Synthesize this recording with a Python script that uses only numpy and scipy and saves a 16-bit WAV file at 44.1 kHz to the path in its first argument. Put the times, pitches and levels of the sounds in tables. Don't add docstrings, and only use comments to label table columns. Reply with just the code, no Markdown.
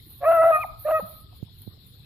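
import sys
import numpy as np
from scipy import signal
from scipy.fft import rfft, irfft, next_fast_len
from scipy.io import wavfile
from scipy.ndimage import uniform_filter1d, map_coordinates

SR = 44100
rng = np.random.default_rng(int(sys.argv[2]) if len(sys.argv) > 2 else 0)


def gain_from_db(level_db):
    decades = np.asarray(level_db, float) / 20
    return 10 ** decades


def pcm_store(signal):
    levels = np.round(np.clip(np.atleast_2d(signal), -1, 1) * 32767)
    wavfile.write(sys.argv[1], SR, levels.astype(np.int16).T)


N = 90404
TIME = np.arange(N) / SR


def unit(x):
    return x / np.sqrt(np.mean(x ** 2) + 1e-20)


def along(points, hz):
    f, v = np.transpose(points)
    return np.interp(np.log(hz + 1), np.log(f + 1), v)


def curves(rows):
    s, *cols = np.transpose(rows)
    return [np.interp(TIME, s, c) for c in cols]


def wobble(rate):
    return map_coordinates(rng.standard_normal(4000), [np.arange(N) * min(rate, 1500) / SR])


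def filtered(x, response):
    m = next_fast_len(N + SR // 2)
    return irfft(rfft(x, m) * response(np.fft.rfftfreq(m, 1 / SR)), m)[..., :N]


def panned(x, pan_db):
    return np.array([x * gain_from_db(pan_db / 2), x * gain_from_db(-pan_db / 2)])


def rush(spectrum, alike, patchy_db):
    z = signal.stft(rng.standard_normal((2, N)), nperseg=512)[2]
    field = uniform_filter1d(rng.standard_normal(z.shape[1:]), size=6, axis=0)
    field = uniform_filter1d(field, size=8, axis=1)
    pair = signal.istft(z * gain_from_db(patchy_db * unit(field)), nperseg=512)[1][:, :N]

    def mid_side(hz):
        turn = np.arccos(np.clip(along(alike, hz), -1, 1)) / 2
        return gain_from_db(along(spectrum, hz)) * [np.cos(turn), np.sin(turn)]

    mid, side = filtered(pair, mid_side)
    return unit(np.array([mid + side, mid - side]))


def add_burst(out, start_s, burst):
    start = round(start_s * SR)
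    out[:, start:start + burst.shape[1]] += burst


# hz, level_db_per_hz
AIR = [(250, -7.5), (700, -6.5), (1500, -16.5), (5300, -13), (6000, -62), (9300, -56), (10200, -31.5),
       (12200, -17)]


def thin_air():
    return gain_from_db(-64) * rush(AIR, [(1000, 0.026)], patchy_db=-8.5)


# hz, level_db_per_hz
RUMBLE = [(12, -48.5), (40, -7.5), (108, 4), (166, -10), (185, -12), (308, -19), (500, -28.5), (650, -61),
          (1100, -120)]
# hz, likeness_0_to_1
RUMBLE_LIKENESS = [(30, 0.093), (60, 1), (110, 0.96), (300, 0.87)]
# start_s, level_db
BREEZE = [
    (0, -64.5),
    (.45, -57.5),
    (.58, -53),
    (.9, -51.5),
    (1.05, -59),
    (1.5, -60.5),
    (2.05, -73),
]
# hz, level_db_per_hz
GUST = [(10, -28.5), (22, -8.5), (45, -3.5), (80, -17), (140, -56.5)]
HUM_PATCH_DB = .6


def rumble_and_wind():
    rumble = gain_from_db(-50.5) * rush(RUMBLE, RUMBLE_LIKENESS, HUM_PATCH_DB) * gain_from_db([[-1.5], [1.5]])
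    wind = gain_from_db(curves(BREEZE)[0]) * rush(GUST, [(30, 0)], HUM_PATCH_DB) * gain_from_db([[2.5], [-2.5]])
    return rumble + wind


# hz, level_db_per_hz
INSECTS = [(2800, -22.5), (3380, -8), (4150, -3.5), (4700, -15.5), (5600, -27), (6000, -56)]
# hz, level_db_per_hz
FAINT_BANDS = [(5900, -41), (6300, -11), (6800, 0.5), (7250, -10.5), (7800, -1.5), (8300, -8.5), (9200, -2),
               (9900, -33)]
INSECT_PAN_DB = 17


def insects():
    hiss = gain_from_db(-62 + wobble(21)) * rush(INSECTS, [(4000, 0.0)], patchy_db=-2.5)
    hiss = hiss * gain_from_db([[6], [7 - INSECT_PAN_DB]])
    faint_bands = gain_from_db(-76.5) * rush(FAINT_BANDS, [(7000, .1)], patchy_db=2.5) * gain_from_db([[-6], [3]])
    return hiss + faint_bands


# start_s, level_db
DRAG = [
    (.23, -90),
    (.27, -56),
    (.56, -53),
    (.63, -60),
    (.68, -90),
]
# hz, level_db_per_hz
SCRAPE = [(7800, -50), (8400, -12), (9300, -7), (10800, 0), (12800, -24)]
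# start_s, level_db
SQUEAK = [
    (0.499, -96),
    (.53, -47),
    (.58, -50),
    (.61, -92),
]
SQUEAK_HZ = 10600


def branch():
    squeak = np.sin(2 * np.pi * SQUEAK_HZ * TIME + 0.9 * wobble(80))
    squeak = gain_from_db(curves(SQUEAK)[0] + 2.5 * wobble(44)) * squeak
    scrape = gain_from_db(curves(DRAG)[0] + 0.41 * wobble(26)) * rush(SCRAPE, [(9000, 0.11)], patchy_db=5.0)
    return (scrape + squeak) * gain_from_db([[5], [-11]])


# start_s, strength_db
RUSTLE = [(0.0, -62), (.11, -52.5), (0.182, -51), (0.218, -63), (.26, -49.5), (.63, -52), (0.659, -56.5),
          (.77, -67.5), (.8, -49), (0.922, -47), (1.04, -52), (1.209, -52), (1.271, -73), (1.38, -62),
          (1.5, -73.5), (1.63, -54.5), (1.78, -70), (1.878, -62.5)]
# hz, level_db_per_hz
LEAVES = [(300, -26), (2800, -21), (5300, -30), (6000, -55), (8800, -50), (9800, -13), (10800, -3),
          (14000, 0)]
# start_s, peak_db
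SNAPS = [
    (0.692, -46),
    (.791, -42),
    (1.619, -29),
    (1.905, -43),
]
# start_s, peak_db
SCUFFS = [(0.0238, -45), (0.0628, -45.5), (0.1025, -39.5), (0.179, -42), (0.2556, -35.5), (0.3574, -35),
          (0.6285, -39), (0.8215, -37), (0.9039, -36), (1.061, -38.5), (1.3623, -46), (1.5848, -44),
          (1.8642, -43)]
CRACKLE_DB, CRACKLE_RATE = -9, 350
SNAP_T60_S, SCUFF_T60_S, SCUFF_DB = .012, .11, -.5


def leaves():
    strength_db, = curves(RUSTLE + [(N / SR, RUSTLE[-2][1])])
    colour = lambda hz: gain_from_db(along(LEAVES, hz))
    hits = rng.random((2, N)) < CRACKLE_RATE / SR
    hits = hits * gain_from_db(np.minimum(4 * rng.exponential(size=(2, N)), 9))
    grain = gain_from_db(-60 * np.arange(200) / SR / .003)
    grit = signal.fftconvolve(hits, grain[None], axes=1)[:, :N] * rng.standard_normal((2, N))
    bed = rush(LEAVES, [(9000, 0.22)], patchy_db=-6.0)
    bed = bed * gain_from_db(0.93 * wobble(50.9)) * gain_from_db([[-1.2], [1.2]])
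    bed = bed + gain_from_db(CRACKLE_DB) * unit(filtered(grit, colour))

    bursts = np.zeros((2, N + SR))
    t = np.arange(600) / SR
    for s, db in SNAPS:
        add_burst(bursts, s, gain_from_db(db - 60 * t / SNAP_T60_S) * rng.standard_normal((2, len(t))))
    t = np.arange(SR // 8) / SR
    for s, db in SCUFFS:
        fade = gain_from_db(db + SCUFF_DB - 60 * t / SCUFF_T60_S)
        add_burst(bursts, s, fade * rng.standard_normal((2, len(t))))
    return gain_from_db(strength_db + 6.5) * bed + filtered(bursts[:, :N], colour)


# start_s, peak_db, start_hz, t60_s, left_over_right_db (above 0 counts as 0)
BUMPS = [
    (.065, -37, 313, 0.049, 30),
    (1.023, -24.5, 190, 0.079, -1.5),
    (1.4275, -13, 348, 0.036, -25),
    (1.669, -24.5, 203, 0.029, -19),
    (1.6754, -19.5, 516, 0.043, -35.5),
]
SETTLE_HZ, SETTLE_S = 103.1, 0.0021


def bumps():
    out = np.zeros((2, N + SR))
    t = np.arange(SR // 8) / SR
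    for s, db, hz, t60, pan_db in BUMPS:
        knock = t60 < .045
        pitch = hz + 0 * t
        if knock:
            pitch = SETTLE_HZ + (hz - SETTLE_HZ) * np.exp(-t / SETTLE_S)
        rise = 1 - np.exp(-t / (.002 if knock else .008))
        push = gain_from_db(db - 60 * t / t60) * rise * np.sin(2 * np.pi * np.cumsum(pitch) / SR)
        add_burst(out, s, push * gain_from_db([[min(pan_db, 0)], [0]]))
    return out[:, :N]


# hz, t60_s
WOOD = [(650, .4), (1300, .5), (1900, .33), (2600, .36), (5000, .3)]
# hz, level_db
ECHO_TINT = [(500, -4), (650, -5), (800, 2), (1300, 0), (1900, -4), (2600, -1), (3500, -1)]
ECHO_GAP_S = .07
STIR_RAD, STIR_RATE = 1.2, 55


def wood(x):
    hz, t, z = signal.stft(rng.standard_normal((2, SR)), SR, nperseg=256)
    fade_db = along(ECHO_TINT, hz)[:, None] - 60 * t / along(WOOD, hz)[:, None]
    tail = signal.istft(z * gain_from_db(fade_db), SR, nperseg=256)[1]
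    tail = tail * (1 - np.exp(-np.arange(tail.shape[1]) / SR / ECHO_GAP_S))
    echo = signal.fftconvolve(x[None], tail / np.linalg.norm(tail[0]), axes=1)[:, :N]
    stir = STIR_RAD * np.array([wobble(STIR_RATE), wobble(STIR_RATE)])
    return np.real(signal.hilbert(echo, next_fast_len(N))[:, :N] * np.exp(1j * stir))


# hz, level_db
THROAT = [(250, -1.5), (500, -12.5), (720, 6.5), (1000, -2), (1290, -4), (1950, -7.5), (2600, -24),
          (3600, -32.5)]
# hz, width_hz, level_db
BREATHY = [(700, 280, -2), (1442, 570, -7), (2026, 160, -10.5), (2650, 320, -19)]
# start_s, pitch_hz, level_db
SECOND = [(.205, 685.3, -59), (.222, 700, -41), (.235, 698.5, -23), (.248, 700, -32.5), (.262, 700, -61),
          (.41, 735, -63.5), (.44, 749.4, -31.5), (.51, 755.2, -38), (.56, 700, -48), (.59, 713, -29),
          (.62, 750, -98.5), (.85, 700, -74.5), (.885, 705.4, -38.5), (.91, 750, -31.5), (.93, 727, -89)]
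# start_s, slip_rad
CATCHES = [(.2405, 1.6), (.319, 1.3), (.329, -.9), (.421, .6), (.437, -.9), (.455, .5), (.479, 1),
           (.508, -.9), (.885, 1.6), (.915, 2.2)]
# start_s, level_db
MOUTH = [(.2, -4), (.26, 1), (.3, -1), (.42, -6.5), (.5, -12.5), (.53, -1.5), (.6, -2.5), (.635, 17.5),
         (.66, -9.5), (.85, 9), (.92, -10.5), (.96, 5), (.985, 7), (.995, -20.5)]
# start_s, left_over_right_db
HEAD = [
    (.2, -4.5),
    (.3, 1.5),
    (.46, 0.5),
    (.6, 4.5),
    (.86, -2.5),
    (.95, -0.5),
]
BEAT_DEPTH, SHIMMER, SLIP_RAD, AIR_DB, DRIFT_DB = .5, .35, .6, -11, 1.5
CATCH_S, DOUBLING_S, DOUBLING_DB = .0028, .007, 14
SAG_HZ, SAG_DB_PER_HZ = 600, .12
LAG_RAD, SWAY_DB, SWAY_RAD = 0.39, 0.55, 0.08
FIFTH_DB, LOWEST_DB = -15, -6


def breath(phase):
    def throat(f):
        rings = sum((-1) ** k * gain_from_db(db) * 1j * f * w / (c * c - f * f + 1j * f * w)
                    for k, (c, w, db) in enumerate(BREATHY))
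        return rings * f ** 4 / (f ** 4 + 560 ** 4) / (1 + (f / 4200) ** 8)

    return unit(filtered(rng.standard_normal(N) * (1 + np.cos(phase)), throat))


def bay(rows):
    pitch, level_db, first_db, rough, half_db, third_db = curves(rows)
    second_hz, second_db = curves(SECOND)
    top_db, = curves(MOUTH)
    pan_db, = curves(HEAD)
    rough = np.clip(rough, 0, 1)
    other = 2 * np.pi * np.cumsum(second_hz) / SR + 0.2 * wobble(27)
    phase = 2 * np.pi * np.cumsum(pitch) / SR + rough * SLIP_RAD * wobble(160)
    phase = phase + sum(rad / 2 * np.tanh((TIME - s) / CATCH_S) for s, rad in CATCHES)
    half_db = half_db + DOUBLING_DB * sum(np.exp(-((TIME - s) / DOUBLING_S) ** 2) for s, _ in CATCHES)
    beat = BEAT_DEPTH * np.minimum(gain_from_db(second_db + 24.5), 1) * np.cos(other - phase)
    own_levels = {1: half_db + 8.5 + LOWEST_DB, 2: first_db, 4: 0, 6: third_db, 8: top_db,
                  10: top_db + FIFTH_DB}
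    tone = np.zeros((2, N))
    for half in range(1, 11):
        k = half / 2
        db = along(THROAT, k * pitch) + DRIFT_DB * np.sqrt(k - .5) * wobble(30)
        db = db + own_levels.get(half, half_db + 7)
        db = db - (k > 2) * SAG_DB_PER_HZ * np.maximum(SAG_HZ - pitch, 0)
        turn = np.array([[.5], [-.5]]) * (-LAG_RAD * k + SWAY_RAD * k * k * wobble(9.32))
        size = gain_from_db(db) * (1 + (k - .6) * (rough * SHIMMER * wobble(110) + beat))
        both = panned(size, pan_db / k ** 2 + SWAY_DB * k * wobble(16))
        tone += both * np.sin(k * phase + k * k + turn)
    air = gain_from_db(AIR_DB) * rough * gain_from_db(1.5 * wobble(75)) * breath(phase)
    voiced = gain_from_db(level_db) * (tone + air)
    on = (TIME > rows[0][0]) & (TIME < rows[-1][0])
    gate = uniform_filter1d(1.0 * on, size=200)
    return np.sqrt(2) * gate * (voiced + gain_from_db(second_db) * np.sin(other))


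# start_s, pitch_hz, level_db, fundamental_over_rest_db, roughness_0_to_1,
# half_pitch_db, third_harmonic_db
BAY = [(.203, 542, -64, 7, 0.3, -51.5, -14.5), (.215, 564, -46, 13.5, 1, -47.5, -5),
       (.232, 547.7, -39.5, 13.5, 1, -44, 1), (.247, 562.5, -31.5, 10, 0.71, -51, 5.5),
       (.268, 642.8, -22, 5, 0.14, -50, -6.5), (.287, 656.3, -22, 6, 0.2, -22.5, -22),
       (.305, 659.3, -23.5, 6.5, 0.15, -25, -16), (.325, 664.5, -22, 2, 0.65, -48, -14.5),
       (.345, 675.4, -18.5, -2, 0.1, -27.5, -17.5), (.385, 646, -19.5, 1.5, 0.2, -32.5, -13),
       (.405, 648.3, -19.5, 3.5, 0, -53.5, -5.5), (.43, 657.8, -19, 1.5, 0.2, -35.5, -13.5)]
WHINE = [(0.469, 656, -25.5, 8, 0.34, -35.5, -9), (0.511, 667, -24.5, 9, .35, -32, -12.5),
         (0.525, 625, -18, -8.5, 0.18, -66.5, -9), (.565, 620, -18, -11, 0.11, -55, -4.5),
         (0.589, 611, -23.5, -33.5, 0.081, -58.5, -28.5), (0.615, 633, -23.5, -44.5, .04, -39, -24.5),
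         (0.632, 596, -33, -37, .04, -67.5, -27.5), (0.65, 346, -38.5, -37, .1, -68, -31.5),
         (.664, 385, -66.5, -3, 0.16, -67, -19.5)]
YELP = [(.844, 532.3, -56, 5, 0.051, -52, 8), (.855, 602, -49, 28, 0.093, -45.5, 3),
        (.875, 605, -33, 13.5, 0.85, -41, -15.5), (.895, 622, -28.5, 8, 0.35, -34, -25.5),
        (.912, 634.8, -29, 5, 1, -26.5, -16), (.925, 625.2, -24.5, 6, 0.091, -46, -11.5),
        (.955, 638, -21.5, -0.5, 0.027, -53, -6), (.988, 625.6, -28.5, -3, 0.15, -53, -7.5),
        (.998, 556, -39, 20, 0.54, -49, -4), (1.013, 364, -44, -14, 0.55, -65.5, -28.5)]
ECHO_DB = -17.5


def hound():
    calls = [bay(BAY + WHINE), bay(YELP)]
    return sum(calls) + gain_from_db(ECHO_DB) * sum(wood(c.mean(axis=0)) for c in calls)


def scene():
    background = insects() + rumble_and_wind() + thin_air()
    return background + bumps() + leaves() + branch() + hound()


GATE_LOW_HZ, GATE_HIGH_HZ, KEPT = 4600, 10000, .34
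MASK_DB, MASK_GROWS = -38, .5


def thrifty(x):
    hz, _, z = signal.stft(x, SR, nperseg=1024)
    power = uniform_filter1d(uniform_filter1d(abs(z) ** 2, size=9, axis=1), size=3, axis=2)
    bar = (1 + power.sum(axis=1, keepdims=True) / gain_from_db(2 * MASK_DB)) ** MASK_GROWS
    power = power[:, np.arange(len(hz)) // 8 * 8] / bar
    inside = (hz > GATE_LOW_HZ) & (hz < GATE_HIGH_HZ)
    weak = inside[:, None] & (power < np.quantile(power[:, inside], 1 - KEPT))
    return signal.istft(z * ~weak, SR, nperseg=1024)[1][:, :N]


def low_pass(x):
    return signal.sosfilt(signal.butter(12, 15800, fs=SR, output="sos"), x)


def record(dry):
    limited = filtered(dry, lambda hz: hz < 14680)
    return low_pass(thrifty(limited))


dry = scene()
out = record(dry)
pcm_store(out)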